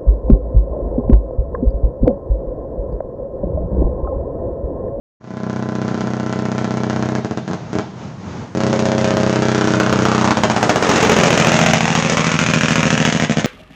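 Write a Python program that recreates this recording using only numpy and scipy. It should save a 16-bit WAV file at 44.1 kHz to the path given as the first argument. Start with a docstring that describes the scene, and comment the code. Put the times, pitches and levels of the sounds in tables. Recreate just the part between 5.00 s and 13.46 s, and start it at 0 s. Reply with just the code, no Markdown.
"""Engine-braking truck passing a canopy

A heavy diesel truck passes a roadside canopy on its engine brake, heard by a phone under the roof.
Each braking cylinder dumps its air as a shock that rings the exhaust stack and trails a jet of gas.
The brake drops out, stutters twice and returns; as the truck passes, other cylinders take the lead.
Road, roof, posts and slopes echo it, the trailer roars and thuds by, and the phone turns its gain down.
"""
import sys
import numpy as np
from scipy import signal
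from scipy.fft import rfft, irfft
from scipy.io import wavfile
from scipy.ndimage import uniform_filter1d

SR = 44100
rng = np.random.default_rng(int(sys.argv[2]) if len(sys.argv) > 2 else 0)


def persist_wave(psi):
    """Save psi, clipped to +-1, as 16-bit WAV."""
    counts = np.round(np.clip(psi, -1, 1) * 32767).astype(np.int16)
    wavfile.write(sys.argv[1], SR, np.atleast_2d(counts).T)


N = 373086
TIME = np.arange(N) / SR

# the pass: speed [m/s], time [s] and distance [m] of the closest point
SPEED, PASS_S, MISS_M = 26.13, 5.9855, 14.02
SOUND_SPEED = 343  # [m/s]
REFERENCE_M = 100  # source levels hold at this distance and fall as 1 / distance
CRANK_START = -.800  # engine position at the start [four-stroke cycles]

# engine speed, nearly steady on the downgrade: (time [s], speed [four-stroke cycles/s])
ENGINE_SPEED = [(0, 14.4714), (1, 14.4934), (3.6, 14.7182), (6, 14.756), (8.46, 14.5246)]
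# when each cylinder's valve opens: cylinder -> place in the cycle [share of a cycle]
VALVE_TIMING = {"A": 0, "B": .167, "C": .329, "D": .505, "E": .661, "F": .833}
# cylinders while they brake: (from [s], to [s], cylinder, thump [dB], crack [dB])
BRAKING = [(0, 2.2, "A", 1, 4.5), (0, 2.4, "D", 0.5, -2), (3.62, 5.83, "A", -2, 3),
           (3.62, 5.03, "D", -1, -1), (5.03, 5.3, "D", -0.5, 3), (5.83, 8.2, "A", 2, 6),
           (5.83, 6.05, "C", -11, -1.5), (6.05, 9, "C", 7, 1.5), (6.05, 9.8, "D", 3, -2),
           (5.83, 9.7, "E", -2.5, -3)]
# single blasts as the brake catches: (time [s], thump [dB], crack [dB])
STUTTER_BLASTS = [(2.4785, -5.5, -3.5), (2.5005, -5.5, -18), (2.5125, -4.5, -3.5), (2.5335, -1.5, -0.5),
                  (2.731, -4.5, -4), (2.7535, 1.5, -4), (2.7865, -0.5, 4), (3.5505, -4, -8),
                  (3.573, -1.5, -3.5), (3.6047, -6, 1.5)]
# blasts that bark harder or softer: (time [s], change of the crack [dB]); the thump changes half as much
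BARK_ACCENTS = [(5.053, 3), (5.212, -1), (5.276, 0.5), (5.306, 4.5), (5.37, 2.5), (5.435, 5), (5.531, 5.5),
                (5.596, -2.5), (5.693, 6), (6.027, 1), (6.447, -4.5), (6.661, 2), (6.733, 4), (6.757, 0),
                (6.854, 9), (6.976, 2), (7.171, 5), (7.195, 2.5), (7.243, 1), (7.536, 4), (7.83, 1.5),
                (8.051, 4), (8.272, 2), (8.346, 0)]
# tone of the blast heard from ahead of the truck: (frequency [Hz], level [dB])
TONE_AHEAD = [(30, -18), (70, -14.5), (120, -1), (190, -1), (260, -4.5), (370, -7), (510, -12.5),
              (700, -9.5), (1500, -16.5), (2500, -31.5), (4500, -30), (8000, -40)]
# tone of the blast heard from behind the truck: (frequency [Hz], level [dB])
TONE_BEHIND = [(30, -26.5), (70, -15), (130, 1), (240, 0), (350, -11), (450, -7), (620, -7), (850, -12.5),
               (1400, -14), (2000, -14.5), (3000, -18), (4500, -27), (8000, -21.5)]
# exhaust resonances: (frequency at rest [Hz], width at rest [Hz], approaching [dB], leaving [dB])
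EXHAUST_RESONANCES = [(117.8, 4.1, 0.5, -14), (164.46, 27, 0, 0.5), (240.42, 44, -17, -2),
                      (291.3, 19.3, 4.5, -10), (383, 27, 3.5, -15.5), (585.7, 14, -1.5, -21.5),
                      (1350, 160, -31.5, -20), (2640, 460, -32, -5)]
# tone of the gas jet: (frequency [Hz], level [dB])
JET_TONE = [(80, -39.5), (200, -11.5), (500, 5), (1000, -8), (1500, -2), (2000, -1), (2800, -4.5),
            (4200, -12), (6500, -11.5), (9000, -3)]
# bounce off the road, latest when the truck is nearest: (time [s], lag [ms], share [gain])
ROAD_BOUNCE = [(2.2, 0.14, .05), (3.7, 0.18, 0.072), (4.6, .5, 0.5), (5.1, 0.79, 0.53), (5.4, 1.33, 0.45),
               (5.7, 1.47, 0.6), (5.95, 2.6, 0.25), (6.2, 1.9, 0.99), (6.45, 1.63, 1), (6.75, 1.24, 0.94),
               (7.1, 0.96, 0.077), (7.6, 0.77, 0.72), (8.4, 0.57, 0.47)]
# strong echoes off the canopy:
# (lag approaching [ms], lag leaving [ms], gain approaching, gain leaving, dull above [Hz])
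CANOPY_ECHOES = [(6.8, 8.8, -0.18, -0.067, 3400), (9.5, 9.5, 0.6, -0.073, 2300),
                 (9.7, 13.3, -0.036, 0.17, 660), (8, 9.2, 0.035, 0.086, 15000)]
# rasping echo off a post that faces up the road: (time [s], lag [ms], gain)
POST_RASP = [(0, 6.05, 1.64), (2.8, 5.94, 0.64), (3.6, 5.9, 0.29), (4.8, 6.7, 0.42), (5.4, 6, 0.28),
             (5.9, 4, .05)]
# throaty band where direct sound and road bounce add up: (time [s], frequency [Hz], extra gain)
THROAT_BAND = [(3.6, 2070, 0.089), (4.4, 1610, 0.19), (4.8, 1440, 0.45), (5.1, 1340, 0.54),
               (5.4, 960, 0.43), (5.7, 743, 1), (5.95, 444, 0.25), (6.3, 465, 0.32), (6.65, 660, 0.13),
               (7, 950, 0.69), (7.5, 1520, 0.29), (8.4, 2220, 0.047)]
# standing waves under the roof, in the order boom, drone, honk, ring: (frequency [Hz], width [Hz])
ROOF_MODES = [(219, 4.6), (436, 28), (537, 23), (622, 23)]
# how hard they are driven: (time [s], boom [dB], drone [dB], honk [dB], ring [dB])
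ROOF_DRIVE = [(2.2, -7, -14, -27.5, -14), (3.6, -14, -26, 9, -13), (4.3, -18, -15, 11.5, -18),
              (4.6, -14, -10, -4, -19), (4.9, -4.5, -6, -1, -11), (5.3, 4, -20, -5, -25),
              (5.7, -1, -2, -10, -32), (6.1, -13, 2.5, -35, -30), (6.7, 3, -7, -12, -6),
              (7.3, -14, -24, -26.5, -18), (8.4, -15, -26, -11, -5)]
# tone of the tail from the slopes: (frequency [Hz], level [dB])
SLOPE_TONE = [(60, -26.5), (180, -1), (300, 1), (420, -2.5), (520, -5), (660, 1.5), (830, -1), (1150, -5),
              (2000, 1), (3500, 2.5), (7000, -3)]
# tone of the tyre roar: (frequency [Hz], level [dB])
TYRE_TONE = [(40, -17.5), (100, -4.5), (200, 4.5), (400, 8.5), (600, 0.5), (900, 0.5), (1800, -6.5),
             (2800, -21), (4500, -21.5), (6500, -27), (9000, -8)]
# tone of the engine and road rumble: (frequency [Hz], level [dB])
RUMBLE_TONE = [(18, -60), (30, -39.5), (90, -7.5), (147, -4.5), (186, -3.5), (264, -12), (283, -16.5),
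               (570, -21), (720, -22.5), (848, -23.5), (2490, -39.5), (6040, -48.5), (8000, -50),
               (10400, -83), (17600, -120)]
# tone of the roar as the trailer's tail goes by: (frequency [Hz], level [dB])
WAKE_TONE = [(25, -22), (50, -9), (85, 0), (150, 7), (300, -20), (600, -12), (1300, -6), (2200, -21),
             (5000, -36.5), (9000, -36)]
# jolts of the trailer on uneven asphalt: (time [s], level [dB])
TRAILER_JOLTS = [(6.735, -2), (6.862, -2), (7.082, 0)]
# resonances of the trailer's body: (frequency [Hz], width [Hz], level [dB])
BODY_MODES = [(76, 34, -9), (120, 36, -6), (375, 50, -12), (460, 50, -10), (940, 150, -14)]
# tone of the phone's microphone: (frequency [Hz], level [dB])
MIC_TONE = [(20, -15), (45, -8), (80, -4.5), (4500, 1), (5800, 4.5), (6600, 6), (7300, -3), (8200, -15),
            (9200, -29), (11000, -52), (16000, -62)]
# the phone's sound fades in: (time [s], gain)
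FADE_IN = [(.2, 0), (.21, 0.046), (.33, 0.3), (.5, 0.62)]


def undb(db):
    """Decibels to gain."""
    return 10 ** (np.asarray(db) / 20)


def curves(table):
    """Each column of a table, joined by straight lines in time."""
    s, *columns = np.transpose(table)
    return [np.interp(TIME, s, column) for column in columns]


def colour(x, tone, size=4096):
    """Minimum-phase filter that follows a tone table, so nothing sounds ahead of its cause."""
    hz, db = np.transpose(tone)
    log_hz = np.log(np.fft.rfftfreq(size, 1 / SR) + 1)
    log_gain = np.log(undb(np.interp(log_hz, np.log(hz), db)))
    # folding the cepstrum onto positive time gives the matching phase
    cepstrum = irfft(log_gain)
    cepstrum[1:size // 2] *= 2
    cepstrum[size // 2 + 1:] = 0
    impulse = irfft(np.exp(rfft(cepstrum)))
    return signal.oaconvolve(x, impulse)[:N]


def noise(tone):
    """Coloured noise of rms 1."""
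    x = colour(rng.standard_normal(N), tone)
    return x / x.std()


def lowpass(x, hz):
    """Gentle one-pole low-pass, its corner capped at a third of the sample rate."""
    return signal.lfilter(*signal.butter(1, min(hz, SR / 3), fs=SR), x + 1e-18)


def resonate(x, hz, q):
    """One resonance with unit gain at its peak."""
    return signal.lfilter(*signal.iirpeak(hz, q, fs=SR), x)


def delay(x, lag_s):
    """The sound heard a (moving) lag later."""
    return np.interp(TIME - lag_s, TIME, x, left=0)


def walk(rate):
    """Random wander joining normal draws by straight lines, with so many draws a second."""
    return np.interp(TIME * rate, np.arange(1024), rng.standard_normal(1024))


def clock(rate):
    """A clock running at a rate: its readings and even ticks; a fixed filter run on the ticks glides."""
    turns = np.cumsum(rate) / SR
    return turns, np.linspace(0, turns[-1], N)


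def truck(behind_m=0):
    """A point on the truck: how far its sound travels [m], bearing [radians from straight up the road]."""
    ahead = SPEED * (PASS_S - TIME) + behind_m
    distance = np.hypot(ahead, MISS_M) + ahead * SPEED / SOUND_SPEED
    return distance, np.arctan2(MISS_M, ahead)


def how_far_gone(bearing):
    """Slides from 0 with the truck far ahead to 1 with it far gone."""
    return (1 - np.cos(bearing)) / 2


def aimed(leaving, distance, ahead_db, behind_db, loss_db_per_m):
    """Gain of a bright sound that differs ahead and behind and is soaked up by air and ground."""
    return undb(ahead_db + (behind_db - ahead_db) * leaving - loss_db_per_m * distance)


def valves(doppler, thump_scatter_db=0.44, crack_scatter_db=1.65, jitter_s=.00007):
    """One impulse per valve opening, sized once for its thump and once for its crack."""
    turns = CRANK_START + np.cumsum(curves(ENGINE_SPEED)[0] * doppler) / SR
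    cycles = np.arange(int(turns[-1]) + 1)
    blasts = list(STUTTER_BLASTS)
    for start, stop, cylinder, thump_db, crack_db in BRAKING:
        jitter, thump_scatter, crack_scatter = rng.standard_normal((len(cycles), 3)).T
        s = np.interp(cycles + VALVE_TIMING[cylinder], turns, TIME, right=np.inf) + jitter_s * jitter
        thump = thump_db + thump_scatter_db * thump_scatter
        crack = crack_db + crack_scatter_db * crack_scatter
        rows = np.transpose([s, thump, crack])
        blasts += list(rows[(s > start) & (s < stop)])
    s, thump_db, crack_db = np.transpose(blasts)
    bark_db = sum(db * (np.abs(s - at) < .01) for at, db in BARK_ACCENTS)
    place = (s * SR).astype(int)
    thumps = np.bincount(place, undb(thump_db + bark_db / 2), N)[:N]
    cracks = np.bincount(place, undb(crack_db + bark_db), N)[:N]
    return thumps, cracks


def shocks(thumps, cracks, leaving, doppler, shock_hz=800, round_hz=1800, shock_db=39, waver_db=2.0):
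    """Thump sets the rounded bass and crack the steep treble; both ring the exhaust as its pitch sinks."""
    edge = cracks + lowpass(lowpass(thumps - cracks, shock_hz), round_hz)
    wave = (1 - leaving) * colour(edge, TONE_AHEAD) + leaving * colour(edge, TONE_BEHIND)
    turns, ticks = clock(doppler)  # the resonances ring in the truck's own time
    drive, behind = np.interp(ticks, turns, wave), np.interp(ticks, turns, leaving)
    ring = 0
    for hz, width, ahead_db, behind_db in EXHAUST_RESONANCES:
        gain = undb(ahead_db) + (undb(behind_db) - undb(ahead_db)) * behind
        gain = gain * undb(waver_db * walk(16))
        ring = ring + gain * resonate(drive, hz * doppler.mean(), hz / width)
    return undb(shock_db) * (wave + np.interp(turns, ticks, ring))


def gas_jet(thumps, cracks, spit_s=0.0048, spit_db=-12, rush_db=-19.5, hold_s=0.02,
            release_s=0.0066, lead_s=.005, leak_db=-6, flutter_db=3.5):
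    """Air leaks as the valve lifts, spits out with the shock, then rushes on until the valve shuts."""
    spit = undb(spit_db) * signal.lfilter([1], [1, -np.exp(-1 / (spit_s * SR))], cracks)
    s = TIME[:SR // 10] - lead_s  # the leak comes before the shock
    shutting = np.exp(-np.maximum(s - hold_s, 0) / release_s)
    opening = np.where(s < 0, undb(leak_db), shutting)
    power = signal.oaconvolve(thumps * cracks, opening ** 2)[int(lead_s * SR):][:N]
    rush = undb(rush_db) * np.sqrt(np.abs(power))
    return (spit + rush) * noise(JET_TONE) * undb(flutter_db * walk(90))


def road_bounce(x, low_hz=300, dull_hz=6000, sway=0.078):
    """Shocks glance off the asphalt: a comb that sweeps down, then up, and wavers in the hot air."""
    lag_ms, share = curves(ROAD_BOUNCE)
    lag_s = lag_ms / 1000 * (1 + sway * walk(18))
    return share * lowpass(delay(x - lowpass(x, low_hz), lag_s), dull_hz)


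def canopy(x, bearing, leaving, count=24, reach_s=.021, post_gain=0.19, post_low_hz=450,
           post_top_hz=4200, rasp_low_hz=1140, rasp_top_hz=2050):
    """Roof and posts echo the truck with sliding lags; the thin posts let the bass pass."""
    roof = 0
    for lag_ahead, lag_behind, gain_ahead, gain_behind, dull_hz in CANOPY_ECHOES:
        lag_s = (lag_ahead + (lag_behind - lag_ahead) * leaving) / 1000
        gain = gain_ahead + (gain_behind - gain_ahead) * leaving
        roof = roof + lowpass(gain * delay(x, lag_s), dull_hz)

    lag_ms, gain = curves(POST_RASP)
    band = signal.lfilter(*signal.butter(1, [rasp_low_hz, rasp_top_hz], "band", fs=SR), x)
    rasp = gain * delay(band, lag_ms / 1000)

    posts, along, across = 0, np.cos(bearing), np.sin(bearing)
    for k, (spot, turn) in enumerate(rng.random((count, 2))):
        far = (k + spot) / count
        facing = along * np.cos(2 * np.pi * turn) + across * np.sin(2 * np.pi * turn)
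        lag_s = reach_s * (.25 + far) * (1.25 + facing)
        posts = posts + (-1) ** k * np.exp(-far) * delay(x, lag_s)
    posts = lowpass(posts - lowpass(posts, post_low_hz), post_top_hz)
    return x + roof + rasp + post_gain * posts


def throat(x, q=3.6):
    """A broad resonance that falls as the truck nears and rises as it leaves."""
    hz, gain = curves(THROAT_BAND)
    turns, ticks = clock(hz)
    drive = np.interp(ticks, turns, lowpass(x, 2 * hz.max()))
    band = resonate(drive, hz.mean(), q)
    return x + gain * np.interp(turns, ticks, band)


def roof_boom(x):
    """Standing waves between road and roof, kept ringing by the blasts."""
    modes = zip(ROOF_MODES, curves(ROOF_DRIVE))
    return sum(resonate(x * undb(db), hz, hz / width) for (hz, width), db in modes)


def hillside(x, distance, leaving, t60_s=0.57, wet_db=-8, behind_db=-8, wet_rise=0.37, drift_s=.00012):
    """A tail from scrub and slopes up the road, wetter with distance and wavering in the moving air."""
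    s = TIME[:SR]
    tail = rng.standard_normal(SR) * undb(-60 * s / t60_s) * (s > .012)
    tail = tail / np.linalg.norm(tail)
    sent = x * undb(wet_db + behind_db * leaving) * (distance / REFERENCE_M) ** wet_rise
    wet = colour(signal.oaconvolve(sent, tail)[:N], SLOPE_TONE)
    return delay(wet, drift_s * walk(7))


def axles(behind_m, side_on_db=12.5, side_power=2.9, waver_db=-0.2):
    """A set of wheels roars as coloured noise, with an extra swell when side-on."""
    distance, bearing = truck(behind_m)
    roar = aimed(how_far_gone(bearing), distance, ahead_db=-14.5, behind_db=-15.5, loss_db_per_m=0.32)
    roar = roar * undb(side_on_db * np.sin(bearing) ** side_power)
    return noise(TYRE_TONE) * roar * undb(waver_db * walk(25)) * REFERENCE_M / distance


def rolling(distance, tractor_db=-6.5, tractor_ahead_m=3, trailer_behind_m=8.6, rumble_db=-23, waver_db=4.0):
    """Tractor and trailer roll by, ahead of and behind the stack, over low engine and road rumble."""
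    tractor = undb(tractor_db) * axles(-tractor_ahead_m)  # tyres and engine clatter share one noise
    trailer = axles(trailer_behind_m)
    rumble = noise(RUMBLE_TONE) * undb(rumble_db + waver_db * walk(7.9)) * REFERENCE_M / distance
    return tractor + trailer + rumble


def wake(peak_s=6.85, length_s=.4, wake_db=-13, buffet_db=-1.0):
    """Rear tyres and churned air roar in a brief swell of noise after the trailer has passed."""
    swell = np.exp(-((TIME - peak_s) / length_s) ** 2)
    return noise(WAKE_TONE) * swell * undb(wake_db + buffet_db * walk(22))


def thuds(attack_s=0.0025, decay_s=.016, thud_db=2):
    """The loaded trailer jolts: a short clatter of noise that rings its body."""
    at, level_db = np.transpose(TRAILER_JOLTS)
    since = np.maximum(TIME - at[:, None], 0)
    jolts = undb(level_db) @ ((1 - np.exp(-since / attack_s)) * np.exp(-since / decay_s))
    clatter = jolts * rng.standard_normal(N)
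    body = 0
    for hz, width, db in BODY_MODES:
        body = body + undb(db) * np.sqrt(SR / width) * resonate(clatter, hz, hz / width)
    return undb(thud_db) * body


def scene(blast_db=-4):
    """The truck runs along a straight road; distance and bearing set pitch, level and colour."""
    distance, bearing = truck()
    leaving = how_far_gone(bearing)
    doppler = 1 / (1 - SPEED / SOUND_SPEED * np.cos(bearing))
    spread = REFERENCE_M / distance

    thumps, cracks = valves(doppler)
    # the stack points backwards, so shocks and gas bite harder from behind
    steep = cracks * aimed(leaving, distance, ahead_db=4.05, behind_db=7.3, loss_db_per_m=0.093)
    blasts = shocks(thumps, steep, leaving, doppler) * undb(blast_db) * spread
    gas_gain = aimed(leaving, distance, ahead_db=-4.5, behind_db=5.1, loss_db_per_m=0.11)
    gas = gas_jet(thumps, cracks) * gas_gain * spread

    heard = throat(canopy(blasts + gas, bearing, leaving) + road_bounce(blasts))
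    echoes = roof_boom(heard) + hillside(heard, distance, leaving)
    return (heard + echoes + rolling(distance) + wake() + thuds())[None]


def gain_control(x, threshold_db=-6.0, ratio=3.98, window_s=0.038, release_db_per_s=13.5, smooth_hz=17.0):
    """Turns the sound down quickly when it passes the threshold and lets it back up slowly."""
    power = np.abs(uniform_filter1d(x ** 2, int(window_s * SR)))
    level_db = 10 * np.log10(power + 1e-12)
    fall_db = release_db_per_s * TIME
    held_db = np.maximum.accumulate(level_db + fall_db) - fall_db  # peaks sink at the release rate
    over_db = lowpass(np.maximum(held_db - threshold_db, 0), smooth_hz)
    return x * undb(-over_db * (1 - 1 / ratio))


def record(dry, ceiling=1.53, clip_at=0.96, top_hz=15600):
    """The phone rides its gain, rounds the shocks, thins deep bass and high treble, fades in and clips."""
    rounded = ceiling * np.tanh(gain_control(dry[0]) / ceiling)
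    x = colour(rounded, MIC_TONE) * curves(FADE_IN)[0]
    clipped = np.clip(x, -clip_at, clip_at)
    # a steep filter cuts everything above the top
    return signal.sosfilt(signal.ellip(8, .2, 70, top_hz, fs=SR, output="sos"), clipped)[None]


dry = scene()
out = record(dry)
persist_wave(out)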